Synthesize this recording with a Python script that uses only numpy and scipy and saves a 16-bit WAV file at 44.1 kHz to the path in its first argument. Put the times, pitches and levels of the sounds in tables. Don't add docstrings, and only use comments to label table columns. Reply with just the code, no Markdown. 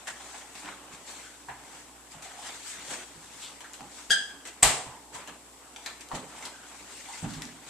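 import sys
import numpy as np
from scipy import signal
from scipy.fft import rfft, irfft, next_fast_len
from scipy.io import wavfile
from scipy.ndimage import uniform_filter1d

SR = 44100
rng = np.random.default_rng(int(sys.argv[2]) if len(sys.argv) > 2 else 0)


def voltage_ratio(decibels):
    exponent = np.asarray(decibels, float) / 20
    return 10 ** exponent


def unload_wav(signal):
    wavfile.write(
        sys.argv[1],
        SR,
        np.round(np.clip(np.atleast_2d(signal).T, -1, 1) * 32767).astype(np.int16),
    )


N = 339349

# pitch_hz, level_db (per Hz)
AIR_COLOUR = [(65, -60), (110, -9.5), (203, -12), (248, 0), (305, 0), (324, -2.5), (366, -25), (389, -3.5),
              (584, -7), (992, -5.5), (1270, -10.5), (1370, -16), (6730, -11), (7760, -3), (8600, -9.5),
              (10300, -14.5), (14300, -21.5)]
# pitch_hz, left_right_likeness
AIR_LIKENESS = [(60, 0.066), (180, 1), (540, 0.77), (1600, 0.016), (4790, -0.054), (14300, -0.15)]
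# pitch_hz, level_db (rms)
MOTOR_HUM = [(59.2, -68), (118.4, -77), (296.1, -70), (360.7, -71)]
# pitch_hz, level_db (per Hz)
CLOTH_COLOUR = [(1290, -9), (2200, -5.5), (2870, -8), (3410, -7.5), (3900, -7.5), (5330, -9.5),
                (7700, -3.5), (8200, -4), (9300, -12), (11800, -25.5), (12700, -23), (14300, -25.5)]
# pitch_hz, level_db (per Hz)
SOLE_COLOUR = [(240, -38), (400, -25.5), (454, 1), (497, -18), (748, -2), (1310, -6), (3500, -13),
               (4550, -26), (7700, -120)]
# pitch_hz, level_db (per Hz)
BOARDS_COLOUR = [(65, -34), (110, -1), (166, -1), (200, 17), (291, 0), (386, 0), (600, 3.5), (780, -49),
                 (1320, -120)]
# time_s, effort_db
DRAG = [(0, -54.5), (.1, -55), (.95, -52), (1.44, -62), (1.75, -50), (2.03, -69), (3.1, -59), (3.5, -53),
        (4.05, -64.5), (4.9, -50), (5.1, -64.5), (5.75, -56.5), (6.8, -54), (7.2, -57), (7.69, -53.5)]
# loudest_s, level_db, swell_s, fade_s
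SWISHES = [(0.078, -34, 0.009, 0.053), (.36, -46.5, 0.77, 0.34), (0.569, -45, 0.072, 0.38),
           (.93, -46.5, .022, .09), (1.09, -43.5, 0.08, 0.29), (1.2, -49.5, 0.33, 0.42),
           (1.78, -50, 0.37, 0.15), (2.12, -48, .04, 0.1), (2.226, -42.5, .005, 0.2),
           (2.48, -41.5, 0.22, 0.4), (2.705, -37.5, 0.11, 0.16), (2.93, -36.5, 0.17, 0.18),
           (3.34, -49.5, 0.53, 0.76), (3.43, -41.5, 0.085, 0.16), (3.74, -42.5, .008, .07),
           (3.99, -44, 0.15, 0.16), (4.3, -52, .03, 0.081), (4.456, -40.5, .006, 0.05),
           (4.475, -44, .006, .1), (5.15, -39.5, 0.027, 0.095), (5.29, -51, .1, .05),
           (5.87, -48.5, 0.17, 0.096), (6.012, -43.5, .006, .04), (6.16, -39.5, 0.054, 0.06),
           (6.47, -45, 0.39, 0.056), (6.8, -51.5, 0.62, 0.076), (7.01, -46, 0.49, 0.07),
           (7.188, -42, 0.37, 0.082), (7.35, -45.5, 0.44, 0.16), (7.42, -45.5, .03, 0.19),
           (7.69, -45, 0.089, .1)]
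# loudest_s, level_db, swell_s, fade_s, boards_db (re level)
SCUFFS = [(.08, -39.5, 0.015, 0.058, -19), (.36, -52.5, 1, 0.15, -18), (.67, -46.5, 0.13, 0.17, -16),
          (1.1, -47, 0.029, 0.26, -10), (1.499, -41, 0.014, 0.037, -29), (2.148, -48.5, 0.023, 0.09, -23),
          (2.23, -56, .06, .25, -8), (2.5, -46.5, 0.75, 0.23, -14), (2.92, -45, 0.27, .14, -6),
          (3.0, -48.5, .1, 0.14, -14), (3.83, -54.5, 0.13, 0.28, -2), (3.99, -51, 0.16, 0.1, -16),
          (4.35, -54, 0.17, 0.066, -21), (4.46, -47, 0.015, 0.13, -23), (5.15, -44.5, 0.043, 0.21, -5),
          (5.29, -45.5, 0.1, 0.12, -13), (5.87, -42.5, 0.016, 0.14, -23), (6.15, -43.5, 0.04, 0.15, 3),
          (6.47, -45.5, 0.27, 0.09, -12), (7.11, -53, 0.14, 0.28, -13), (7.25, -41, 0.045, 0.1, -5),
          (7.42, -48.5, 0.12, 0.22, -8)]
# start_s, peak_db, wood_db (re peak), pitch_hz
TICKS = [(0.0724, -30, -6, 1680), (0.0851, -41, 2, 1900), (0.5538, -33, -14, 1890),
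         (0.6572, -39.5, -6, 980), (0.678, -46, 5, 1095), (1.4859, -46, 12, 955), (1.488, -50, 8, 760),
         (2.1188, -49, -15, 786), (2.225, -38, -11, 730), (2.906, -29, -11, 1590), (3.6072, -35, -9, 970),
         (3.807, -42, 2.5, 831.5), (4.455, -48, 5, 1980), (5.157, -36.5, 0.5, 983),
         (5.2756, -33, -10, 1700), (5.7628, -32, -11.5, 840), (5.8625, -25.5, -11, 1780),
         (6.1088, -47, 9, 904), (6.1502, -31.5, -21, 897), (6.1544, -33, -19, 759), (6.426, -34, -8, 2070),
         (6.4535, -27, -18, 972), (7.0874, -40, 0.5, 860), (7.337, -33, -16, 1110), (7.424, -34, -14, 1960)]
# start_s, peak_db, wood_db (re peak), pitch_hz, t60_s
KNOCKS = [
    (0.688, -47, 12.5, 1440, 0.013),
    (1.488, -44.5, 10.5, 1690, 0.014),
    (5.863, -35.5, 13, 2400, 0.0047),
    (3.646, -40, 8, 1540, 0.0054),
    (4.1, -53, 6, 470, 0.073),
    (4.11, -48, 11, 730, 0.022),
    (6.1166, -36.5, 16, 1054, 0.0075),
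    (6.133, -54, 15, 806, 0.022),
    (7.234, -47.5, 11, 826, 0.02),
]
# left_s, right_s, level_db
REFLECTIONS = [(.0021, .0026, -9), (.0043, 0.0071, -2.5), (.0066, 0.0082, -9), (0.0118, 0.0081, -6.5),
               (0.016, 0.014, -12.5)]
# pitch_hz, t60_s
KITCHEN_DECAY = [(50, 0.037), (150, 0.6), (400, 0.79), (900, 0.52), (2000, 0.46), (5000, 0.45),
                 (9000, 0.45), (10500, 0.35), (14000, 0.25)]
# pitch_hz, left_right_likeness
ROOM_LIKENESS = [(60, 1), (180, 0.84), (540, 1), (1600, 0.6), (4790, 0.095), (14300, 0.057)]
# start_s, length_s, pitch_hz, level_db
CREAKS = [(0.422, 0.03, 815, -47), (2.13, 0.047, 856, -52), (2.223, 0.22, 732, -50),
          (2.38, 0.054, 807, -48), (2.985, 0.06, 1490, -49), (3.79, 0.043, 842, -47),
          (4.831, 0.36, 876, -54.5), (4.845, 0.14, 1000, -51), (5.138, 0.052, 990, -53),
          (6.439, 0.05, 950, -50), (7.079, 0.088, 917, -45), (7.125, 0.041, 2045, -44.5)]
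# start_s, length_s, pitch_hz, level_db, width_hz
RASPS = [(.668, 0.05, 1900, -49, 1800), (3.418, 0.066, 3400, -42, 1800), (.71, 0.047, 1400, -51, 1000),
         (1.22, 0.11, 1510, -50, 500), (1.22, 0.11, 3300, -57, 900), (1.487, 0.066, 1800, -49.5, 900),
         (1.49, 0.083, 910, -50, 400), (5.861, .04, 2000, -47, 2200), (2.895, .09, 610, -43, 600),
         (3.64, 0.036, 1500, -47, 1000), (4.467, 0.06, 2000, -53, 1210), (6.51, 0.11, 1540, -52.5, 200),
         (6.575, 0.087, 1500, -56, 200), (6.615, .08, 1510, -58, 200), (6.455, .05, 2100, -57, 200),
         (7.336, 0.022, 4000, -44, 4000)]
# start_s, peak_db, pitch_hz, t60_s, boom_db (re peak)
THUDS = [(0.636, -39.5, 299, 0.23, -31), (0.927, -38, 179, 0.091, -27), (1.487, -39, 129, 0.14, -32),
         (2.155, -36.5, 154, 0.11, -24), (2.907, -39, 368, 0.13, -31), (3.164, -39, 160, 0.13, -25),
         (3.811, -33, 207, 0.091, -27), (4.098, -29.5, 207, 0.086, -20), (4.335, -45, 277, 0.15, -26),
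         (4.457, -42, 336, 0.12, -29), (4.645, -24.5, 134, 0.18, -13), (4.871, -30, 133.5, 0.089, -27),
         (6.13, -29, 251, 0.081, -37), (6.137, -24, 148, 0.091, -20), (6.81, -44, 301, 0.18, -30),
         (7.231, -16, 169, 0.11, -37), (7.262, -19, 222.3, 0.11, -28), (7.353, -30.5, 155, 0.17, -27),
         (7.379, -30.5, 245, 0.11, -19), (7.449, -36, 238, 0.11, -27)]
# start_s, peak_db, centre_hz, width_hz
SNAPS = [(0.659, -36, 2500, 2500), (.6885, -33, 1500, 1800), (.7222, -45, 1500, 1800),
         (1.105, -39.5, 5000, 5000), (2.2233, -36, 5500, 6000), (2.4775, -34, 6500, 3500),
         (3.7342, -30, 7300, 4000), (3.8075, -35, 1200, 1500), (4.4535, -39, 2200, 2000),
         (4.473, -31, 7200, 4000), (5.1437, -40, 5000, 5000), (5.7617, -34, 3500, 4000),
         (5.8607, -27, 4000, 6500), (5.8636, -29, 3500, 5000), (6.009, -33, 5500, 5500),
         (6.0878, -34, 5000, 5060), (7.3077, -35, 6600, 5000), (7.4208, -23, 4460, 6460),
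         (7.4532, -29, 5300, 2500), (7.665, -38, 5000, 5000)]
# time_s, pitch_hz, level_db
SQUEAK = [
    (4.103, 1500, -35),
    (4.1062, 1593, -14),
    (4.112, 1649, -20),
    (4.118, 1700, -13),
    (4.121, 1664, -29),
    (4.127, 1624, -19.5),
    (4.135, 1582, -23),
    (4.142, 1595, -26.5),
    (4.148, 1650, -31),
]
# multiple, level_db
SQUEAK_ORDERS = [(1, -1.5), (2, -4.5), (3, -11), (4, -16), (5, -15), (6, -27), (7, -34)]
# start_s, level_db, length_s
CRACK = [(4.6245, -30, .002), (4.626, -21, .002), (4.6275, -15, .002), (4.6285, -13, .0015),
         (4.6297, -5, .0012), (4.6308, -3.5, .0015), (4.6322, -12, .002), (4.6361, -13, .003),
         (4.6385, -18, .002), (4.6415, -17, .002), (4.6465, -20, .002), (4.652, -23, .002),
         (4.66, -23, .002)]
# pitch_hz, level_db (per Hz)
CRACK_COLOUR = [(24, -39), (40, -8), (86, -14), (295, -15.5), (333, -18), (387, -11), (574, -11),
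                (699, -3.5), (950, -3), (1500, -6.5), (2020, -4.5), (4200, -7), (6120, -9.5), (7450, -2.5),
                (8600, -4), (10000, -13.5), (14500, -21)]
# pitch_hz, width_hz, level_db
PORT_RING = (7900, 800, 27.5)
# pitch_hz, left_right_db
PORT_COLOURS = [(60, -5.5), (130, -2.5), (290, -3), (630, -4.5), (1370, -2), (3000, 1), (6550, 4),
                (14300, 0.5)]

TICK_PAN_DB = 2


def evened(x):
    return x / np.sqrt(np.mean(x ** 2) + 1e-20)


def read(points, hz):
    f, value = np.transpose(points)
    return np.interp(np.log(hz + 1), np.log(f + 1), value)


def add(mix, s, sound, pan_db=0.):
    part = mix[:, round(s * SR):][:, :len(sound)]
    part += voltage_ratio(np.array([[pan_db / 2], [-pan_db / 2]])) * sound[:part.shape[1]]


def pair(frames, hz, likeness):
    a, b, c, d = rng.standard_normal((frames, len(hz), 4)).T
    same = np.clip(read(likeness, hz), -1, 1)[:, None]
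    left, other = a + 1j * b, c + 1j * d
    return np.array([left, same * left + np.sqrt(1 - same ** 2) * other])


def ring(x, hz, width_hz):
    return signal.lfilter(*signal.iirpeak(hz, hz / width_hz, SR), x)


def ring_twice(x, hz, width_hz):
    return ring(ring(x, hz, width_hz), hz, width_hz)


def burst(length_s, noise):
    u = np.arange(len(noise)) / SR / length_s
    return noise * np.e * u * np.exp(-u) / 2


def floor():
    hz, t = np.fft.rfftfreq(2048, 1 / SR), np.arange(N) / SR
    colour = voltage_ratio(np.maximum(read(AIR_COLOUR, hz), -28.0))[:, None]
    spectra = pair(N // 512 + 5, hz, AIR_LIKENESS) * colour
    air = voltage_ratio(-53) * evened(signal.istft(spectra, nperseg=2048, noverlap=1536)[1][:, :N])
    hum = sum(np.sqrt(2) * voltage_ratio(db) * np.sin(2 * np.pi * (f * t + rng.random())) for f, db in MOTOR_HUM)
    waver = 1 + .18 * evened(uniform_filter1d(rng.standard_normal(N), 3000))
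    return air + waver * hum


def stroke(t, s, db, swell_s, fade_s):
    distance = np.where(t < s, (s - t) / swell_s, (t - s) / fade_s)
    return voltage_ratio(2 * (db - 19 * distance))


def shuffle(patchy_db=2.0, flicker_db=1.0, level_db=1.0):
    frames, hz = N // 128 + 5, np.fft.rfftfreq(512, 1 / SR)[:, None]
    t = np.arange(frames) * 128 / SR
    drag = voltage_ratio(2 * np.interp(t, *np.transpose(DRAG)))
    drag_cloth_db, drag_boards_db, mover_pan_db = -9, -9, 1
    cloth = drag * voltage_ratio(2 * drag_cloth_db) + sum(stroke(t, *row) for row in SWISHES)
    sole, boards = drag, drag * voltage_ratio(2 * drag_boards_db)
    for *scuff, boards_db in SCUFFS:
        power = stroke(t, *scuff)
        sole = sole + power
        boards = boards + power * voltage_ratio(2 * boards_db)

    power = 0
    for colour, level in ((CLOTH_COLOUR, cloth), (SOLE_COLOUR, sole), (BOARDS_COLOUR, boards)):
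        layer = voltage_ratio(2 * read(colour, hz)) * (hz >= colour[0][0]) * (hz <= colour[-1][0])
        power = power + layer / layer.sum() * level
    chance = rng.standard_normal((frames, len(hz))).T
    patches = evened(uniform_filter1d(uniform_filter1d(chance, 5, 0), 14, 1))
    flicker = evened(uniform_filter1d(uniform_filter1d(chance, 120, 0), 3, 1))
    unevenness = voltage_ratio(patchy_db * patches + flicker_db * flicker)
    spectra = pair(frames, hz[:, 0], ROOM_LIKENESS) * np.sqrt(power) * unevenness
    spectra *= voltage_ratio(np.array([[.5], [-.5]]) * mover_pan_db)[:, None]
    return voltage_ratio(level_db) * signal.istft(spectra, nperseg=512, noverlap=384)[1][:, :N]


def ticks():
    rows = [(*tick, 0.025) for tick in TICKS] + list(KNOCKS)
    out, noise, t = np.zeros((2, N)), rng.standard_normal((len(rows), 3000)), np.arange(3000) / SR
    for (s, db, wood_db, hz, t60), row in zip(rows, noise):
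        puff = burst(0.00075, row)
        bright = ring_twice(puff, 6400, 2800) + 2.3 * ring(ring(puff, 2900, 5000), 3030, 5100)
        modes = np.sin(2 * np.pi * hz * t) + 0.23 * np.sin(2 * np.pi * 1.6 * hz * t)
        wood = voltage_ratio(wood_db + 3.0 - 60 * t / t60) * modes * (1 - np.exp(-t / 0.00052))
        add(out, s - .001, voltage_ratio(db) * (1.02 * bright / abs(bright).max() + wood), TICK_PAN_DB)
    return out


def echoed(x):
    taps = np.zeros((2, SR // 40))
    taps[:, 0] = 1
    for left, right, db in REFLECTIONS:
        taps[[0, 1], [round(left * SR), round(right * SR)]] += voltage_ratio(db)
    return signal.oaconvolve(x, taps, axes=1)[:, :N]


def kitchen():
    frames, hz = SR // 64, np.fft.rfftfreq(256, 1 / SR)
    t = np.arange(frames) * 64 / SR
    decay = voltage_ratio(-60 * t / read(KITCHEN_DECAY, hz)[:, None])
    tail = signal.istft(pair(frames, hz, ROOM_LIKENESS) * decay, nperseg=256, noverlap=192)[1]
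    tail *= np.clip(np.arange(tail.shape[1]) / SR / 0.0013 - .5, 0, 1)
    tail = signal.lfilter(*signal.butter(2, 125, "high", fs=SR), tail)
    return tail / np.linalg.norm(tail[0])


def creaks(creak_width_hz=110.0):
    rows = [(*creak, creak_width_hz) for creak in CREAKS] + list(RASPS)
    out, noise = np.zeros((2, N)), rng.standard_normal((len(rows), SR // 3))
    for (s, length, hz, db, width_hz), row in zip(rows, noise):
        whistle = evened(ring_twice(row, hz, width_hz))
        add(out, s, voltage_ratio(db + 4.0) * burst(length / 3, whistle))
    return out


def thuds():
    out, t = np.zeros((2, N)), np.arange(SR // 2) / SR
    attack = 1 - np.exp(-t / .007)
    spreads = rng.uniform(0.967, 0.999, (len(THUDS), 3))
    for (s, db, hz, t60, boom_db), spread in zip(THUDS, spreads):
        modes = np.sin(2 * np.pi * hz * t)
        modes += [.6, .5, .2] @ np.sin(2 * np.pi * hz * np.outer(spread * [.65, 1.3, 1.7], t))
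        modes += voltage_ratio(boom_db + 17.0) * np.sin(2 * np.pi * 48 * t)
        add(out, s - .003, voltage_ratio(db - 6.0 - 60 * t / t60) * modes * attack)
    return out


def snaps(grain=0.35):
    out, noise = np.zeros((2, N)), rng.standard_normal((len(SNAPS), 400))
    for (s, db, hz, width_hz), row in zip(SNAPS, noise):
        click = ring_twice(signal.unit_impulse(400, 8) + grain * burst(0.00044, row), hz, width_hz)
        add(out, s - .0003, voltage_ratio(db) * click / abs(click).max(), TICK_PAN_DB)
    return out


def squeak(jitter=.021, dulling_db_per_s=45):
    s, pitch, level = np.transpose(SQUEAK)
    t = np.arange(s[0], s[-1], 1 / SR)
    wobble = evened(uniform_filter1d(rng.standard_normal(len(t)), 60))
    turns = np.cumsum(np.interp(t, s, pitch) * (1 + jitter * wobble)) / SR
    slips = 0
    for k, db in SQUEAK_ORDERS:
        dulling = dulling_db_per_s * (k - 3) * (t - s[1] - 0.0207)
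        slips = slips + voltage_ratio(db - dulling) * np.cos(2 * np.pi * (k * turns + rng.random()))
    grit = ring_twice(rng.standard_normal(len(t)), 4300, 4200)
    rub = evened(ring(ring(rng.standard_normal(1500), 2000, 3000), 4500, 9000))
    scuff = voltage_ratio(-28.5) * burst(0.0049, rub)
    chirp = voltage_ratio(np.interp(t, s, level)) * (slips + 0.36 * grit)
    out = np.zeros((2, N))
    add(out, s[0], chirp * signal.windows.tukey(len(t), .12), 2.4)
    add(out, 4.097, scuff)
    return out + voltage_ratio(-2.5) * ring(out, 1622, 5.5)


def crack():
    (blows, clicks, snap), noise = np.zeros((3, 2, N)), rng.standard_normal((len(CRACK), 2000))
    for (s, db, length), row in zip(CRACK, noise):
        puff = burst(length / 2, row)
        puff *= np.sqrt(length * SR / 4) / np.linalg.norm(puff)
        add(blows, s - length / 2, voltage_ratio(db) * puff, 1.8)
        add(clicks, s - .0004, voltage_ratio([db]), -2.2)
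    hz = np.fft.rfftfreq(4096, 1 / SR)
    gain = voltage_ratio(np.maximum(read(CRACK_COLOUR, hz), -60))
    colour = signal.minimum_phase(np.fft.fftshift(irfft(gain ** 2))[1:], method="homomorphic")
    colour /= np.linalg.norm(colour)
    add(snap, CRACK[4][0], voltage_ratio(15.0) * colour)
    broad = voltage_ratio(-1.5) * signal.oaconvolve(blows, colour[None], axes=1)[:, :N]
    port_hz, port_width_hz, port_db = PORT_RING
    return broad + voltage_ratio(port_db) * ring_twice(clicks, port_hz, port_width_hz), snap


def scene():
    tick, thud, chirp, (knock, snap), room = ticks(), thuds(), squeak(), crack(), kitchen()
    rubbing = creaks() + shuffle() + floor()
    click = snaps()
    sent = voltage_ratio(1.0) * tick + voltage_ratio(-2.5) * thud + voltage_ratio(-1.0) * chirp + snap + voltage_ratio(-6.0) * click
    wet = signal.fftconvolve(sent.mean(0)[None], room, axes=1)[:, :N]
    return echoed(tick) + thud + echoed(chirp) + knock + click + wet + rubbing


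def low_pass(x):
    return signal.sosfilt(signal.butter(12, 14360, fs=SR, output="sos"), x)


def record(dry):
    size, edge_hz = next_fast_len(N + 4096), 14330
    hz = np.fft.rfftfreq(size, 1 / SR)
    colours = voltage_ratio(np.array([[.5], [-.5]]) * read(PORT_COLOURS, hz))
    ports = irfft(rfft(dry, size) * colours, size)
    clipped = np.clip(ports, -.95, .95)
    banded = irfft(rfft(clipped) * np.clip((edge_hz - hz) / 60, 0, 1), size)[:, :N]
    return low_pass(banded)


dry = scene()
out = record(dry)
unload_wav(out)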